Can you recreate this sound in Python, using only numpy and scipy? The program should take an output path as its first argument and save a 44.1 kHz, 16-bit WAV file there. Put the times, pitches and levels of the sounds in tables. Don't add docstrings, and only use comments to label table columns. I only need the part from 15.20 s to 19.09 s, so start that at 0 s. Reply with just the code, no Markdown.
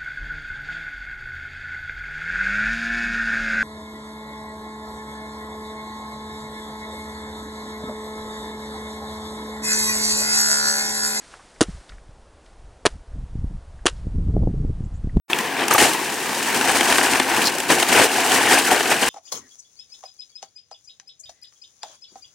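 import sys
import numpy as np
from scipy import signal
from scipy.fft import rfft, irfft, next_fast_len
from scipy.io import wavfile
from scipy.ndimage import map_coordinates

SR = 44100
rng = np.random.default_rng(int(sys.argv[2]) if len(sys.argv) > 2 else 0)


def wav_record(signal):
    frames = np.transpose(np.atleast_2d(signal))
    bounded = np.clip(frames, -1, 1)
    quanta = np.round(bounded * 32767).astype(np.int16)
    wavfile.write(sys.argv[1], SR, quanta)


N = 171549

# frequency in Hz, relative level in dB.
HOPPER_COLOUR = [(40, -31.5), (140, -12), (178, -33), (201, -11.5), (268, 2), (303, -7), (341, -1),
                 (489, -3), (565, -10.5), (718, 1), (957, -3), (1310, -9), (1510, -2.5), (1830, -3.5),
                 (2060, -6), (3030, -6.5), (3420, -13.5), (7190, -18.5), (8710, -13.5), (15500, -48)]
# frequency in Hz, relative level in dB.
SPRAY_COLOUR = [(1200, -26.5), (3000, -3.5), (5000, -1.5), (8900, -0.5), (11000, -6.5), (15500, -14)]


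def amp(db):
    return 10 ** (np.asarray(db) / 20)


def unit(x):
    return x / np.sqrt(np.mean(x ** 2) + 1e-20)


def along(points, hz):
    f, v = np.transpose(points)
    return np.interp(np.log(hz + 1), np.log(f + 1), v)


def wobble(rate):
    return map_coordinates(rng.standard_normal(4096), [np.arange(N) * rate / SR], mode="mirror")


def filtered(x, response):
    m = next_fast_len(N + SR // 2)
    return irfft(rfft(x, m) * response(np.fft.rfftfreq(m, 1 / SR)), m)[..., :N]


def ring_of(spectrum, size=2048):
    hz = np.fft.rfftfreq(size, 1 / SR)
    cepstrum = irfft(np.log(amp(along(spectrum, hz))))
    cepstrum[1:size // 2] *= 2
    cepstrum[size // 2 + 1:] = 0
    return irfft(np.exp(rfft(cepstrum)))


def coloured(pair, spectrum):
    return signal.fftconvolve(pair, ring_of(spectrum)[None], axes=1)[:, :N]


def spread(pair):
    # frequency in Hz, left-right correlation (1 is identical).
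    likeness = [(30, 0.27), (125, 0.7), (300, 0.96), (1800, 0.94), (4000, 0.73), (13000, 0.47)]
    turn = lambda hz: np.arccos(np.clip(along(likeness, hz), -1, 1)) / 2
    mid, side = filtered(pair, lambda hz: np.array([np.cos(turn(hz)), np.sin(turn(hz))]))
    return np.array([mid + side, mid - side])


def add(out, s, sound):
    part = out[..., max(0, round(s * SR)):][..., :sound.shape[-1]]
    part += sound[..., :part.shape[-1]]


def grains(per_s, scatter_db, life_s, sand):
    scatter = np.clip(rng.standard_normal(N), -2, 2)
    sizes = (rng.random(N) < per_s / SR) * amp(scatter_db * scatter)
    power = signal.lfilter([1], [1, -np.exp(-2 / (life_s * SR))], sizes ** 2)
    return np.sqrt(power / power.mean() + abs(sand)) * rng.standard_normal((2, N))


def bubbles(per_s=260, centre_hz=929, cycles=7.2, rise=0.15):
    out, t = np.zeros((2, N)), np.arange(SR // 20) / SR
    for when, pitch, size, side in rng.random((int(per_s * N / SR), 4)):
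        hz = centre_hz * 2 ** (3.2 * (pitch - .5))
        age = t * hz / cycles
        phase = 2 * np.pi * hz * t * (1 + rise * np.minimum(age, 2) / 2)
        ring = np.sin(phase) * amp(-22 * age) * (1 - np.exp(-t * hz))
        place = [1, 3 * (side - .5)]
        add(out, when * N / SR, amp(18.0 * size ** 2) * np.outer(place, ring))
    return out


def water(rush_db=-29, bubble_db=-38.5):
    # frequency in Hz, relative level in dB.
    rush_colour = [(30, -37), (71, -22), (208, -0.5), (399, 0.5), (606, -8), (897, 3.5), (1050, -1),
                   (1400, -7.5), (1720, 0.5), (2020, -5), (2490, -3), (3590, -12.5), (7460, -17),
                   (15500, -21.5)]
    splashes = grains(per_s=900, scatter_db=10.5, life_s=0.0042, sand=1.8)
    rush = unit(coloured(splashes, rush_colour))
    return amp(rush_db + 2.45 * wobble(7.3)) * rush + amp(bubble_db) * unit(bubbles())


def pump():
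    # pitch in Hz, level in dB, both before wavering.
    tones = [(141, -56), (282, -51.5), (344, -47)]
    speed = 1 + 0.0154 * wobble(12)
    turns = np.cumsum(speed) / SR
    return sum(amp(db + 1.15 * wobble(6.9)) * unit(np.sin(2 * np.pi * hz * turns)) for hz, db in tones)


def rattling(bed, pebbles_per_s=620, t60_at_1khz=.016, scatter_db=2, pebble_db=-4):
    draws = rng.random((int(pebbles_per_s * N / SR), 4))
    when, pitch, side, size = draws.T[:, :, None]
    hz, t = 250 * 48 ** pitch, np.arange(SR // 60) / SR
    t60 = t60_at_1khz * np.sqrt(1000 / hz)
    strength = np.sqrt(hz / t60) * amp(-scatter_db * np.log(size + 0.035))
    rings = strength * np.sin(2 * np.pi * hz * t) * amp(-60 * t / t60) * (1 - np.exp(-t * hz))
    at = ((when * N).astype(int) + np.arange(len(t))).ravel()
    pair = np.array([unit(np.bincount(at, (rings * g).ravel(), N)[:N]) for g in (1, side - .5)])
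    return coloured(unit(bed) + amp(pebble_db) * pair, HOPPER_COLOUR)


def slide(dull_hz=4930, rattle_gain_db=0.5, spray_gain_db=0.5):
    # time in seconds, rattle in dB, spray in dB, before gain and surging.
    course = [(.1, -31.5, -37), (.3, -28, -39), (.44, -21.5, -35.5), (.56, -27, -27), (.7, -28.5, -26.5),
              (.78, -32.5, -32), (1.15, -30.5, -30), (1.6, -21.5, -25.5), (1.93, -20.5, -24),
              (2.04, -23.5, -30.5), (2.23, -23.5, -27), (2.31, -30.5, -33.5), (2.46, -30.5, -31),
              (2.6, -21, -24.5), (2.66, -25.5, -29), (2.76, -16.5, -22), (2.885, -24, -29),
              (2.93, -21.5, -24.5), (3.39, -18, -23.5), (3.44, -27, -28.5), (3.5, -22, -26.5),
              (3.89, -23, -26.5)]
    s, *columns = np.transpose(course)
    surge_db = 1.03 * wobble(34.94)
    t = np.arange(N) / SR
    rattle, hiss = [amp(np.interp(t, s, db) + surge_db) for db in columns]
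    pebbles = rattling(grains(per_s=380, scatter_db=2.0, life_s=0.007, sand=0.82))
    pebbles = unit(filtered(pebbles, lambda hz: 1 / np.hypot(1, (hz / dull_hz) ** 2)))
    spray = unit(coloured(grains(per_s=400, scatter_db=5.0, life_s=0.0083, sand=0.48), SPRAY_COLOUR))
    return amp(rattle_gain_db) * rattle * pebbles + amp(spray_gain_db) * hiss * spray


def clinks(rough=0.15, gain_db=-4, attack_s=0.00034):
    # start in seconds, level in dB before gain, pitch in Hz.
    strikes = [(.132, 1.5, 2680), (.581, -4, 1500), (.647, -5, 1850), (1.725, -7, 2700), (1.813, -8, 1620),
               (2.242, -9, 4100), (2.263, -7, 4380), (2.271, -3, 4580), (2.281, -5, 4280),
               (2.298, -15, 4400)]
    # ratio to the pitch, relative level in dB, 60 dB decay in seconds.
    modes = [(1, 1, 0.013), (1.15, 2.5, 0.0057), (1.38, -10, 0.01)]
    out, t = np.zeros(N), np.arange(SR // 20) / SR
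    for s, db, hz in strikes:
        ring = np.zeros(len(t))
        for ratio, level, t60 in modes:
            jitter = rough * rng.standard_normal(len(t))
            phase = np.cumsum(2 * np.pi * hz * ratio / SR + jitter)
            ring += amp(level - 60 * t / t60) * np.sin(phase)
        add(out, s, amp(db + gain_db) * ring * (1 - np.exp(-t / attack_s)))
    return out


def knocks(body_t60=.03, crack_t60=0.021, crack_db=-11, gain_db=-2.0, brightening=0.53):
    # start in seconds, level in dB before gain,
    # brightness in steps (each shifts levels by "brightening" dB).
    strikes = [(0.187, -13.5, 23), (.482, -5, 17), (.581, -6, 2), (.602, -1.5, 0), (.624, -4, -4),
               (.637, -4, -3), (.648, -6, -8), (.694, -8, 12), (.734, -12, 20), (1.411, -6.5, -7),
               (1.494, -7, -3), (1.569, -4.5, 8), (1.609, -1.5, -7), (1.711, -9, -4), (1.725, -2.5, -9),
               (1.783, -0.5, -4), (1.813, -10, -3), (1.935, -5, 3), (1.957, -7, -8), (1.999, -1, -22),
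               (2.384, -9.5, 15), (2.402, -7.5, 9), (2.6, -3, 9), (2.726, -7, -5), (2.798, -4, -5),
               (2.817, -7, -5), (3.607, -6.5, -7)]
    stone_hz, stone_octaves, stone_t60, stone_db = 2096, 1.6, 0.014, -9.5
    out, t = np.zeros((2, N)), np.arange(SR // 16) / SR
    for (s, db, bright), pitches in zip(strikes, rng.random((len(strikes), 4))):
        body_db = -brightening * max(bright, 0)
        edge_db = crack_db + brightening * bright
        body = HOPPER_COLOUR, body_t60, body_db + gain_db
        crack = SPRAY_COLOUR, crack_t60, edge_db
        for colour, t60, part_db in (body, crack):
            burst = amp(-60 * t / t60) * rng.standard_normal((2, len(t)))
            hit = coloured(burst, colour)
            add(out, s, amp(db + part_db) * hit / np.abs(hit[0]).max())
        hz = stone_hz * 2 ** (stone_octaves * (pitches - .5))
        tick = np.sin(2 * np.pi * np.outer(hz, t)).sum(0) / 2
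        add(out[0], s, amp(db + body_db + stone_db - 60 * t / stone_t60) * tick)
    return out


def clumps():
    # time of the peak in seconds, rise and fall in seconds,
    # thud, rattle and spray in dB.
    landings = [(0.513, 0.006, 0.023, -22.5, -15, -26), (0.55, .004, 0.011, -19.5, -17, -35),
                (0.584, 0.0021, 0.04, -33, -14, -16), (0.615, 0.013, 0.073, -20.5, -15.5, -18),
                (1.348, 0.0046, 0.036, -29, -21, -25), (1.487, 0.014, 0.034, -26, -18, -26.5),
                (1.56, 0.021, 0.018, -22.5, -19.5, -24), (1.695, 0.009, .055, -25, -20, -30),
                (2.507, 0.013, 0.04, -14.5, -14, -19), (2.627, 0.006, 0.0085, -29, -14, -19),
                (2.728, .008, .016, -29, -16, -28), (2.797, 0.035, 0.043, -16, -13, -25),
                (2.845, 0.029, 0.02, -22, -19, -18), (3.145, .014, 0.028, -28.5, -18.5, -24),
                (3.325, 0.032, 0.035, -27, -15, -20), (3.39, 0.013, 0.019, -38, -18.5, -22),
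                (3.518, .013, 0.039, -16.5, -18.5, -22), (3.722, 0.012, 0.015, -22.5, -15, -26),
                (3.831, 0.011, 0.014, -28, -15.5, -30)]
    # frequency in Hz, relative level in dB.
    thud_colour = [(30, -30), (80, -13.5), (125, -4), (175, -6.5), (300, 4), (560, 2.5), (760, -0.5),
                   (1100, -6.5), (2500, -8.5), (8000, -74)]
    t, power = np.arange(N) / SR, np.zeros((3, N))
    for s, rise, fall, *levels in landings:
        shape = np.exp(-np.where(t < s, (s - t) / rise, (t - s) / fall) ** 1.46)
        power += np.outer(amp(levels), shape) ** 2
    bed = lambda: grains(per_s=1200, scatter_db=4.5, life_s=0.0026, sand=1.0)
    layers = coloured(bed(), thud_colour), rattling(bed()), coloured(bed(), SPRAY_COLOUR)
    return sum(np.sqrt(p) * unit(layer) for p, layer in zip(power, layers))


def resonance(f, hz, width_hz):
    return 1j * f * width_hz / (hz * hz - f * f + 1j * f * width_hz)


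def scrapes(blade_width_hz=51, grit_q=2.2):
    # start in seconds, length in seconds, grit level in dB,
    # grit pitch in Hz, blade ring level in dB.
    strokes = [(0.506, .008, -25, 6960, -26), (0.532, 0.015, -20, 11500, -19),
               (.549, 0.015, -36, 6500, -36), (2.249, .034, -20, 4940, -49)]
    # pitch in Hz, relative level in dB.
    blade_modes = [(6430, 1), (9700, -5), (11800, -8), (13700, -2)]
    out, t = np.zeros((2, N)), np.arange(N) / SR
    blade = lambda f: sum(amp(db) * resonance(f, mode, blade_width_hz) for mode, db in blade_modes)
    for s, length, grit_db, hz, ring_db in strokes:
        grit = lambda f: resonance(f, hz, hz / grit_q)
        u = np.clip((t - s) / length, 0, 1)
        stroke = 2 * np.sqrt(u * (1 - u))
        slips = grains(per_s=700, scatter_db=3, life_s=0.00082, sand=0.18)
        for db, body in ((grit_db, grit), (ring_db, blade)):
            out += amp(db) * filtered(stroke * slips, body) / filtered(slips, body).std()
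    return out


def plops(rough=0.027, attack_s=0.0012, sag=0.16, glide_s=0.019, t60=0.04):
    # start in seconds, level in dB, pitch in Hz before it sags.
    notes = [(0.509, -7, 1235), (.525, -7.5, 945), (0.547, -5.5, 1227), (.559, -6, 885), (.587, -9, 2210),
             (.615, -8, 854), (.657, -8.5, 750), (2.983, -10.5, 786), (3.05, -11.5, 790), (3.132, -13, 750),
             (3.21, -10, 900), (3.287, -8, 1880), (3.355, -8, 1660), (3.447, -15, 1790), (3.517, -2, 773)]
    out, t = np.zeros(N), np.arange(SR // 10) / SR
    bend = 1 - sag * (1 - np.exp(-t / glide_s))
    for s, db, hz in notes:
        phase = np.cumsum(2 * np.pi * hz * bend / SR + rough * rng.standard_normal(len(t)))
        add(out, s, amp(db - 60 * t / t60) * (1 - np.exp(-t / attack_s)) * np.sin(phase))
    return out


def scene():
    # frequency in Hz, left minus right in dB.
    balance = [(60, 5), (400, 2.1), (1400, 3.5), (4000, 1.5), (8000, 0.2), (13000, -4)]
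    wide = spread(water() + slide() + clumps() + knocks() + scrapes())
    pair = wide + clinks() + plops() + pump()
    return filtered(pair, lambda hz: amp(np.outer([.5, -.5], along(balance, hz))))


def record(dry):
    opening_db = np.interp(np.arange(N) / SR, [.078, .082, .097, .1], [-120, -30, -18, 0])
    soft = dry / (1 + np.abs(dry) ** 6) ** (1 / 6)
    return filtered(amp(opening_db) * soft, lambda hz: hz < 15900)


dry = scene()
out = record(dry)
wav_record(out)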